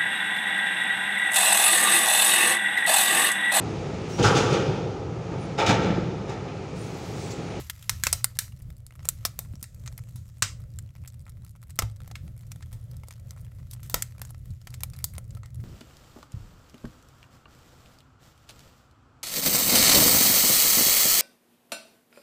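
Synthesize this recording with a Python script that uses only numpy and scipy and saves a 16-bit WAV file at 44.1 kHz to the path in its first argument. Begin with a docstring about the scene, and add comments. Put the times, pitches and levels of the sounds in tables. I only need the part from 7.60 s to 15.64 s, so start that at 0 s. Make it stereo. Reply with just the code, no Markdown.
"""Sharp pops of a freshly lit wood fire in a stove, heard from close by the open door.
Pockets of steam burst the wood; each pop rattles round the firebox and dies away in the room.
Small ticks crackle in the bark, gas puffs and logs shift with soft thumps, and steam hisses and
whistles faintly from the pores. Underneath, fluttering flames drive a low rumble and a breathy draught."""
import sys
import numpy as np
from scipy import signal
from scipy.fft import rfft, irfft, next_fast_len
from scipy.io import wavfile
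from scipy.ndimage import uniform_filter1d

SR = 44100
rng = np.random.default_rng(int(sys.argv[2]) if len(sys.argv) > 2 else 0)


def pcm_store(signal):
    """Save signal as 16-bit PCM."""
    levels = np.round(np.clip(np.atleast_2d(signal), -1, 1) * 32767)
    wavfile.write(sys.argv[1], SR, levels.astype(np.int16).T)


N = 354563


def undb(db):
    """Decibels to gain."""
    return 10 ** (np.asarray(db) / 20)


def unit(x):
    """Scale to rms 1."""
    return x / np.sqrt(np.mean(x ** 2))


def curve(rows):
    """A fader ride: join (seconds, value) rows by straight lines."""
    return np.interp(np.arange(N) / SR, *np.transpose(rows))


def wander(rate):
    """Random drift with a spread near 1, taking a new turn rate times a second."""
    knots = rng.standard_normal(8192)
    return np.interp(np.arange(N) / SR * rate, np.arange(len(knots)), knots)


def bins(size):
    """Frequencies of a spectrum of this many samples."""
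    return np.maximum(np.arange(size // 2 + 1) * SR / size, 1)


def eq_curve(points, hz):
    """Join (Hz, dB) points on a log-frequency axis."""
    at, db = np.transpose(points)
    return np.interp(np.log(hz), np.log(at), db)


def eq_peaks(modes, hz):
    """Lift in dB from (centre Hz, width Hz, dB) resonances."""
    return sum(db / (1 + (2 * (hz - centre) / width) ** 2) for centre, width, db in modes)


def colour(x, db):
    """Minimum-phase EQ with the given dB at each bin, so attacks stay sharp."""
    size = x.shape[-1]
    cepstrum = irfft(np.log(undb(db)), size)
    cepstrum[1:size // 2] *= 2
    cepstrum[size // 2 + 1:] = 0
    return irfft(rfft(x) * np.exp(rfft(cepstrum)), size)


def add(out, sound, s):
    """Mix a sound in at s seconds."""
    start = int(np.clip(s * SR, 0, N - 1))
    out[:, start:start + sound.shape[1]] += sound[:, :N - start]


# The hollow voice of the stove. 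Each row: centre in Hz, width in Hz, lift in dB.
FIREBOX_MODES = [(525, 120, 5), (1045, 110, 3.5), (1312, 110, 7.5), (1630, 110, 0), (1980, 400, 4),
                 (7500, 1400, 2.5)]


def firebox(hz):
    """The lift in dB that the firebox's resonances give a sound inside it."""
    return eq_peaks(FIREBOX_MODES, hz)


def noise_bed(eq, centred, hollow=0):
    """Shaped stereo noise; centred is the share common to both sides, hollow the dose of firebox tone."""
    size = next_fast_len(N)
    hz = bins(size)
    common, own = rng.standard_normal(size), rng.standard_normal((2, size))
    white = np.sqrt(centred) * common + np.sqrt(1 - centred) * own
    tone = undb(eq_curve(eq, hz) + hollow * firebox(hz))
    return unit(irfft(rfft(white) * tone, size)[:, :N])


# The warm tone of the walls. Each row: frequency in Hz, relative level in dB.
ROOM_EQ = [(150, 11.5), (600, 0.5), (2000, 4), (6000, 3), (10000, -1), (15000, -0.5)]


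def room(send, wet_db=-16, t60_s=0.24, build_s=0.0035, size=32768):
    """The walls return a short diffuse tail, duller than the pops."""
    t = np.arange(size) / SR
    tail = rng.standard_normal((2, size)) * undb(-60 * t / t60_s) * (1 - np.exp(-t / build_s))
    tail = unit(colour(tail, eq_curve(ROOM_EQ, bins(size)))) / np.sqrt(size)
    return undb(wet_db) * signal.fftconvolve(send, tail, axes=1)[:, :N]


# The slow swell of the flames. Each row: time in seconds, rumble level in dB.
FLAME_RIDE = [(0, -42.5), (1.3, -43), (1.75, -39.5), (2.3, -42.5), (3.1, -40.5), (3.85, -45.5), (4.4, -40),
              (4.85, -41), (5.3, -39), (5.7, -41.5), (6.6, -41), (7.1, -38), (7.65, -43.5), (8.0, -37.5)]


def flame_strength(puff_db=3.2):
    """The flames' level in dB: uneven puffing on top of the slow swell."""
    return curve(FLAME_RIDE) + puff_db * wander(rate=12)


# The breathy midrange of the draught. 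Each row: frequency in Hz, relative level in dB.
DRAUGHT_EQ = [(100, -16), (300, -8), (390, -1), (500, 6), (650, 3.5), (900, -12), (1300, -8.5), (2200, -14),
              (5000, -37.5)]


def draught(flame_db, level_db=-70, follow=.7, waver_db=2.5):
    """A rush of air that swells with the flames and also wavers by itself."""
    rush = noise_bed(DRAUGHT_EQ, centred=.75, hollow=.5)
    swell_db = follow * (flame_db - flame_db.mean())
    return rush * undb(level_db + swell_db + waver_db * wander(rate=7.7))


# The low end of the flames. Each row: frequency in Hz, relative level in dB.
RUMBLE_EQ = [(20, -25.5), (35, -10), (55, -9), (80, -1.5), (100, -5.5), (116, 2.5), (132, -6.5), (160, -14),
             (200, -23), (250, -32), (330, -36), (600, -60.5)]


def flame_rumble(flame_db, steadying=0.83):
    """Unsteady burning booms in the firebox."""
    rumble = noise_bed(RUMBLE_EQ, centred=.985)
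    # even out the noise: the slow swell belongs to the flames, the quick beating to the turbulence
    envelope = np.sqrt(uniform_filter1d(np.mean(rumble ** 2, axis=0), size=5000))
    return unit(rumble / envelope ** steadying) * undb(flame_db)


# Level of the hiss: the fading tail of a pop at the very start, then the wood's steam.
# Each row: time in seconds, relative level in dB.
HISS_RIDE = [(0, -40.5), (.1, -54.5), (.45, -49.5), (.75, -66), (1.3, -73), (1.6, -59), (2.0, -68),
             (2.6, -66), (3.9, -74.5), (4.5, -73.5), (5.0, -65), (5.5, -67), (7.35, -66), (7.75, -74)]
# The airy tone of the hiss. Each row: frequency in Hz, relative level in dB.
HISS_EQ = [(300, -10), (1200, -1.5), (2500, 1.5), (4500, 1), (7400, -0.5), (9500, -5), (12000, 3),
           (15500, -10.5)]


def hiss(trim_db=-3, sputter_db=3.0):
    """A thin, wide hiss: first a pop's fading tail, then steam sputtering as sap boils in the pores."""
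    level_db = curve(HISS_RIDE) + trim_db + sputter_db * wander(rate=300)
    return noise_bed(HISS_EQ, centred=0.037, hollow=0.94) * undb(level_db)


# Steam singing through narrow pores. Each row: start and end in seconds, first and last pitch in Hz,
# bandwidth in Hz, level in dB.
PORE_WHISTLES = [(1.7, 2.998, 7270, 7200, 2250, -71.5), (3.698, 4.2, 7450, 8180, 300, -89),
                 (4.58, 4.717, 13500, 12300, 248, -77.5), (4.9, 5.899, 3455, 3130, 458, -83.5)]


def whistles():
    """Thin breathy tones that swell, glide and fade as a pore opens and dries."""
    out = np.zeros((2, N))
    for start, end, first_hz, last_hz, width_hz, db in PORE_WHISTLES:
        size = int((end - start) * SR)
        phase = 2 * np.pi * np.cumsum(np.linspace(first_hz, last_hz, size)) / SR
        white = rng.standard_normal((2, size)) + 1j * rng.standard_normal((2, size))
        breath = signal.sosfilt(signal.butter(2, width_hz / 2, fs=SR, output="sos"), white)
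        tone = np.real(breath * np.exp(1j * phase))  # a band of noise riding the glide
        swell = np.sin(np.linspace(0, np.pi, size))
        add(out, undb(db) * unit(tone * swell), start)
    return out


# Low puffs and knocks. Each row: start in seconds, pitch in Hz, peak level in dB, decay in seconds.
LOW_THUMPS = [(0.471, 37.6, -36, 0.015), (0.551, 112.4, -38.5, 0.087), (1.938, 186, -34.5, 0.0056),
              (2.024, 200, -41.5, 0.0049), (2.555, 116.4, -34, 0.014), (2.824, 102.5, -26.5, 0.022),
              (4.191, 104.6, -30.5, 0.095), (4.227, 61, -27, 0.035), (4.233, 110.5, -24.5, 0.036),
              (6.340, 123, -28, 0.0093), (6.345, 40.4, -32, 0.031)]


def thumps(rise_s=0.0013):
    """Sudden puffs of gas and small shifts of the logs set the air of the firebox swinging."""
    out, t = np.zeros((2, N)), np.arange(SR // 2) / SR
    for s, hz, db, decay_s in LOW_THUMPS:
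        swing = np.sin(2 * np.pi * hz * t) * np.exp(-t / decay_s) * (1 - np.exp(-t / rise_s))
        add(out, undb(db) * swing[None] / np.abs(swing).max(), s)
    return out


# The tone shared by every pop and tick. Each row: frequency in Hz, relative level in dB.
BURST_EQ = [(60, -13), (200, -2), (380, -6.5), (760, 4), (1500, -2), (3000, -2.5), (5000, 0.5), (10000, -3),
            (14500, -4), (16000, -15.5)]


def burst(db, body_db, wood_db, treble_db, splinter_hz, ring_ms, pan_db, box_db=-10):
    """Shock front, rattle of tearing fibres and firebox ring; returns the direct sound and a room feed."""
    size, front_db, box_rise_s, box_decay_s = 2048, -4, .002, .0048
    t, hz = np.arange(size) / SR, bins(size)
    # the wood gives way in uneven steps
    steps = undb(1.5 * np.interp(t, np.linspace(0, t[-1], 64), rng.standard_normal(64)))
    rattle = unit(rng.standard_normal((2, size)) * steps * np.exp(-t * 1000 / max(ring_ms, .3)))
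    box_envelope = np.exp(-t / box_decay_s) * (1 - np.exp(-t / box_rise_s))
    box_ring = unit(rng.standard_normal((2, size)) * steps * box_envelope)
    front = unit(signal.unit_impulse(size))
    crack = undb(front_db) * front + rattle + undb(box_db) * box_ring
    crack[1] = np.roll(crack[1], rng.integers(1, 5))  # reaches the right side a little later
    # a big pocket has body, a small one only treble
    pocket_eq = [(750, body_db), (1500, wood_db), (2400, wood_db), (4500, 0), (6000, 0),
                 (8500, max(treble_db, 0)), (10500, treble_db)]
    broad = colour(crack, eq_curve(BURST_EQ, hz) + eq_curve(pocket_eq, hz) + firebox(hz))
    # a splinter's broad ring and the narrow gaps between the logs tint the direct path
    splinter = [(splinter_hz, .13 * splinter_hz, 7.5)]
    gaps = [(centre, 100 + centre / 50, 3.5) for centre in 2000 * 7.5 ** rng.random(8)]
    direct = colour(broad, eq_peaks(splinter + gaps, hz))
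    # the level is that of the energy spread over a hundredth of a second
    gain = np.sqrt(SR / 100 / size) * undb(db + np.array([[pan_db], [-pan_db]]) / 2)
    return gain * unit(direct), gain * unit(broad)


def tick_times(shares, follow=.3):
    """Turn shares from 0 to 1 into seconds, so that ticks thin out where the hiss is faintest."""
    hiss_db = curve(HISS_RIDE)
    rate = undb(follow * np.minimum(hiss_db, np.median(hiss_db)))
    return np.searchsorted(np.cumsum(rate) / rate.sum(), shares) / SR


def crackle(count=270, floor_db=-65, spread_db=5.2, cap_db=-52, snap_gap_s=.016, snap_drop_db=3.5):
    """Tiny random bursts in the bark, from dull woody clicks to thin snaps, most of them barely there."""
    out = np.zeros((2, N))
    chance = rng.random((count, 8))
    for s, draws in zip(tick_times(chance[:, 0]), chance[:, 1:]):
        pitch, strength, woody, bright, side, wait, splits = draws
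        db = min(floor_db - spread_db * np.log(1 - strength), cap_db)
        body_db = 26 * (woody - .5)
        # often the same flake gives way once or twice more, milliseconds later and weaker
        for snap in range(1 + int(3 * splits)):
            tick, _ = burst(db - snap * snap_drop_db, body_db, wood_db=body_db + 2,
                            treble_db=3 + 14 * (bright - .5), splinter_hz=1200 * 10 ** pitch,
                            ring_ms=1.15, pan_db=6 * (side - .5), box_db=-12)
            add(out, tick, s + np.sqrt(snap) * wait * snap_gap_s)
    return out


# The foreground pops. Each row: start in seconds, relative level in dB, low body, woody mids and treble
# in dB, splinter pitch in Hz, rattle decay in ms, left minus right in dB, room send in dB.
WOOD_POPS = [(0.0985, -28.5, -15, 0.5, 2, 3300, 5.1, 0.5, -27),
             (0.2255, -45.5, -39, 1, 4, 3320, 3.2, -4.5, 3.5),
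             (0.2948, -17, -10.5, -0.5, -0.5, 11400, 3, -1.5, -1.5),
             (0.4367, -19, -22, 3, 4.5, 1640, 1.9, -2, 7.5),
             (0.4685, -16, -5, -1, -2, 1405, 2.6, 0.5, -3.5),
             (0.528, -15.5, -9.5, -6.5, -1, 8350, 4.4, 2, 0.5),
             (0.6434, -13, -8, 0, 6.5, 9350, 1.35, 0.5, -11), (0.789, -19, -21, -4, 4.5, 1710, 2, 1, 4),
             (1.2658, -45, -14, -8, 2.5, 7500.0, 0.26, -5, -1.5),
             (1.4534, -38, 5.5, 3.5, 8, 6700, 2.4, -0.5, 6.5),
             (1.4883, -16.5, -21, -3, 7.5, 7560, 1.2, -1.5, -9),
             (1.6513, -20.0, -5, -2, 1, 5440, 7.5, -1, -4.5),
             (1.7907, -28.5, 1, -2.5, 6.5, 12400, 1.8, -1.5, 2),
             (2.0278, -33.5, -8, -11, 8, 15000.0, 4.2, 1.0, -0.5),
             (2.0405, -42.5, -16, -1, -9, 9050.0, 2.7, 0, 5.5),
             (2.261, -44, -10, 6.5, 1, 7270.0, 6.4, -1.5, 1),
             (2.2765, -37.5, -12, 2, -16, 6600, 3.5, -2.5, -15),
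             (2.3783, -42, -12, -2.5, 4.5, 11900, 3.3, 2, -12.5),
             (2.559, -46.5, -5, -6.5, 1, 10500, 7.3, 0, 10), (2.8226, -14, -14.5, -4, -13, 1624, 7, -3, 4),
             (3.188, -40.5, -13.5, 1.5, 5, 7700, 2.4, 0, -7),
             (3.4759, -42.5, -22, -4.5, 4.5, 7500, 7.7, 0, -16),
             (4.105, -49, -21, 4, 3, 7900, 5, 2.5, -1.5), (4.1898, -16, -2.5, 0, -1, 1050, 3.5, 1, -5.5),
             (4.222, -29, 13, 7, -0.5, 1050, 4.1, -1.5, 2), (4.477, -48.5, 7, -2, 2, 12900, 2.6, -1.5, 4),
             (4.513, -45, 3, 0, -5.5, 1490, 2.9, -2.5, -8),
             (4.5553, -38.5, -10, 6, -7, 2180, 3.9, -1.5, 1.5),
             (4.918, -41, -12, 0.5, 1.5, 5800, 3.4, 2.5, -6),
             (5.0257, -49, -10, 4.5, -8.5, 1860, 5.8, 0.5, -12),
             (5.1286, -47, 6, 2, 6, 10400, 4, -0.5, 10.5), (5.314, -53, -1, 2, 6, 4970, 1.4, -1, -10),
             (5.435, -49.5, 13, 6, 4, 2200.0, 4.8, -0.5, -11), (5.4846, -45.5, 8, -4, 4, 8900, 1.9, 1, -5),
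             (5.5084, -45, -2, 4, 1.5, 7100, 3.4, -1, -11), (5.708, -44, -27, -2.5, -1, 6200, 1.3, 2, -17),
             (6.1118, -42, -32, -14, -0.5, 12140.0, 2.3, -1.5, -2.0),
             (6.1338, -40, -9, -5.5, 6.5, 8100, 5.1, -1, -17),
             (6.2312, -45.5, -6, 0, 4.5, 12600, 3.2, 0, 14),
             (6.298, -35.5, -2, -0.5, 7.5, 14000, 2.5, -1, 9.5),
             (6.3428, -17, 1, 2, 4, 13300, 1.5, 1.5, 2.5), (6.423, -24.0, -47, -2.5, 5, 7040, 2.5, 0, -4.5),
             (6.617, -36.5, -0.5, 2.5, 1.5, 12700, 2.3, -3.0, 2.5),
             (6.651, -46.5, -4, -4, 6, 6840, 2.7, 1, -2.0),
             (6.706, -47.5, 8, 1.5, 9, 11000.0, 2.8, -2.0, -14),
             (7.0717, -41.5, 0.5, 2, -3, 1810, 3.6, 0, -1),
             (7.141, -41.5, -10, -2.5, -2.5, 7660, 4.6, -4, -1),
             (7.2064, -45.5, 0, 3, 4, 6030.0, 2.1, -1, 7.5),
             (7.2345, -26.5, 0, -2.5, 6.5, 11700, 1.7, -2, -9.5),
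             (7.335, -47.5, -4, 0, -2.5, 2270, 9.9, -0.5, -14),
             (7.3889, -45.5, -2, 1, 4, 13600, 0.76, 1, 7),
             (7.4422, -22.5, -14.5, -11.5, 6, 13400, 3.4, 2, -4),
             (7.5368, -50, 1, 16.5, 18.5, 9800, 3.4, 5.5, 7.5),
             (7.5816, -36.5, 6.5, 7.5, 8, 10200, 1.9, -1, -8),
             (7.7072, -53.5, -13, -6, -10, 7450, 3.3, 1, -8),
             (7.8336, -49.5, 9.5, 8, -9, 1260.0, 1.3, 2, 10)]


def pops(trim_db=1):
    """Pockets of steam burst the wood; returns the direct cracks and what escapes into the room."""
    cracks, room_send = np.zeros((2, 2, N))
    for s, db, *character, send_db in WOOD_POPS:
        direct, broad = burst(db + trim_db, *character)
        add(cracks, direct, s)
        add(room_send, broad * undb(send_db), s)
    return cracks, room_send


def scene(tick_send_db=-3):
    """Pops and crackle up front with a touch of room, over a bed of flames and hiss."""
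    cracks, pop_send = pops()
    ticks = crackle()
    reverb = room(pop_send + undb(tick_send_db) * ticks)
    flame_db = flame_strength()
    bed = flame_rumble(flame_db) + draught(flame_db) + hiss() + whistles()
    return bed + reverb + thumps() + ticks + cracks


def record(dry, ceiling=0.72, top_hz=15900):
    """Soft saturation rounds the tallest peaks and a steep low-pass trims the top."""
    rounded = ceiling * np.tanh(dry / ceiling)
    return signal.sosfilt(signal.ellip(8, .2, 80, top_hz, fs=SR, output="sos"), rounded)


dry = scene()
out = record(dry)
pcm_store(out)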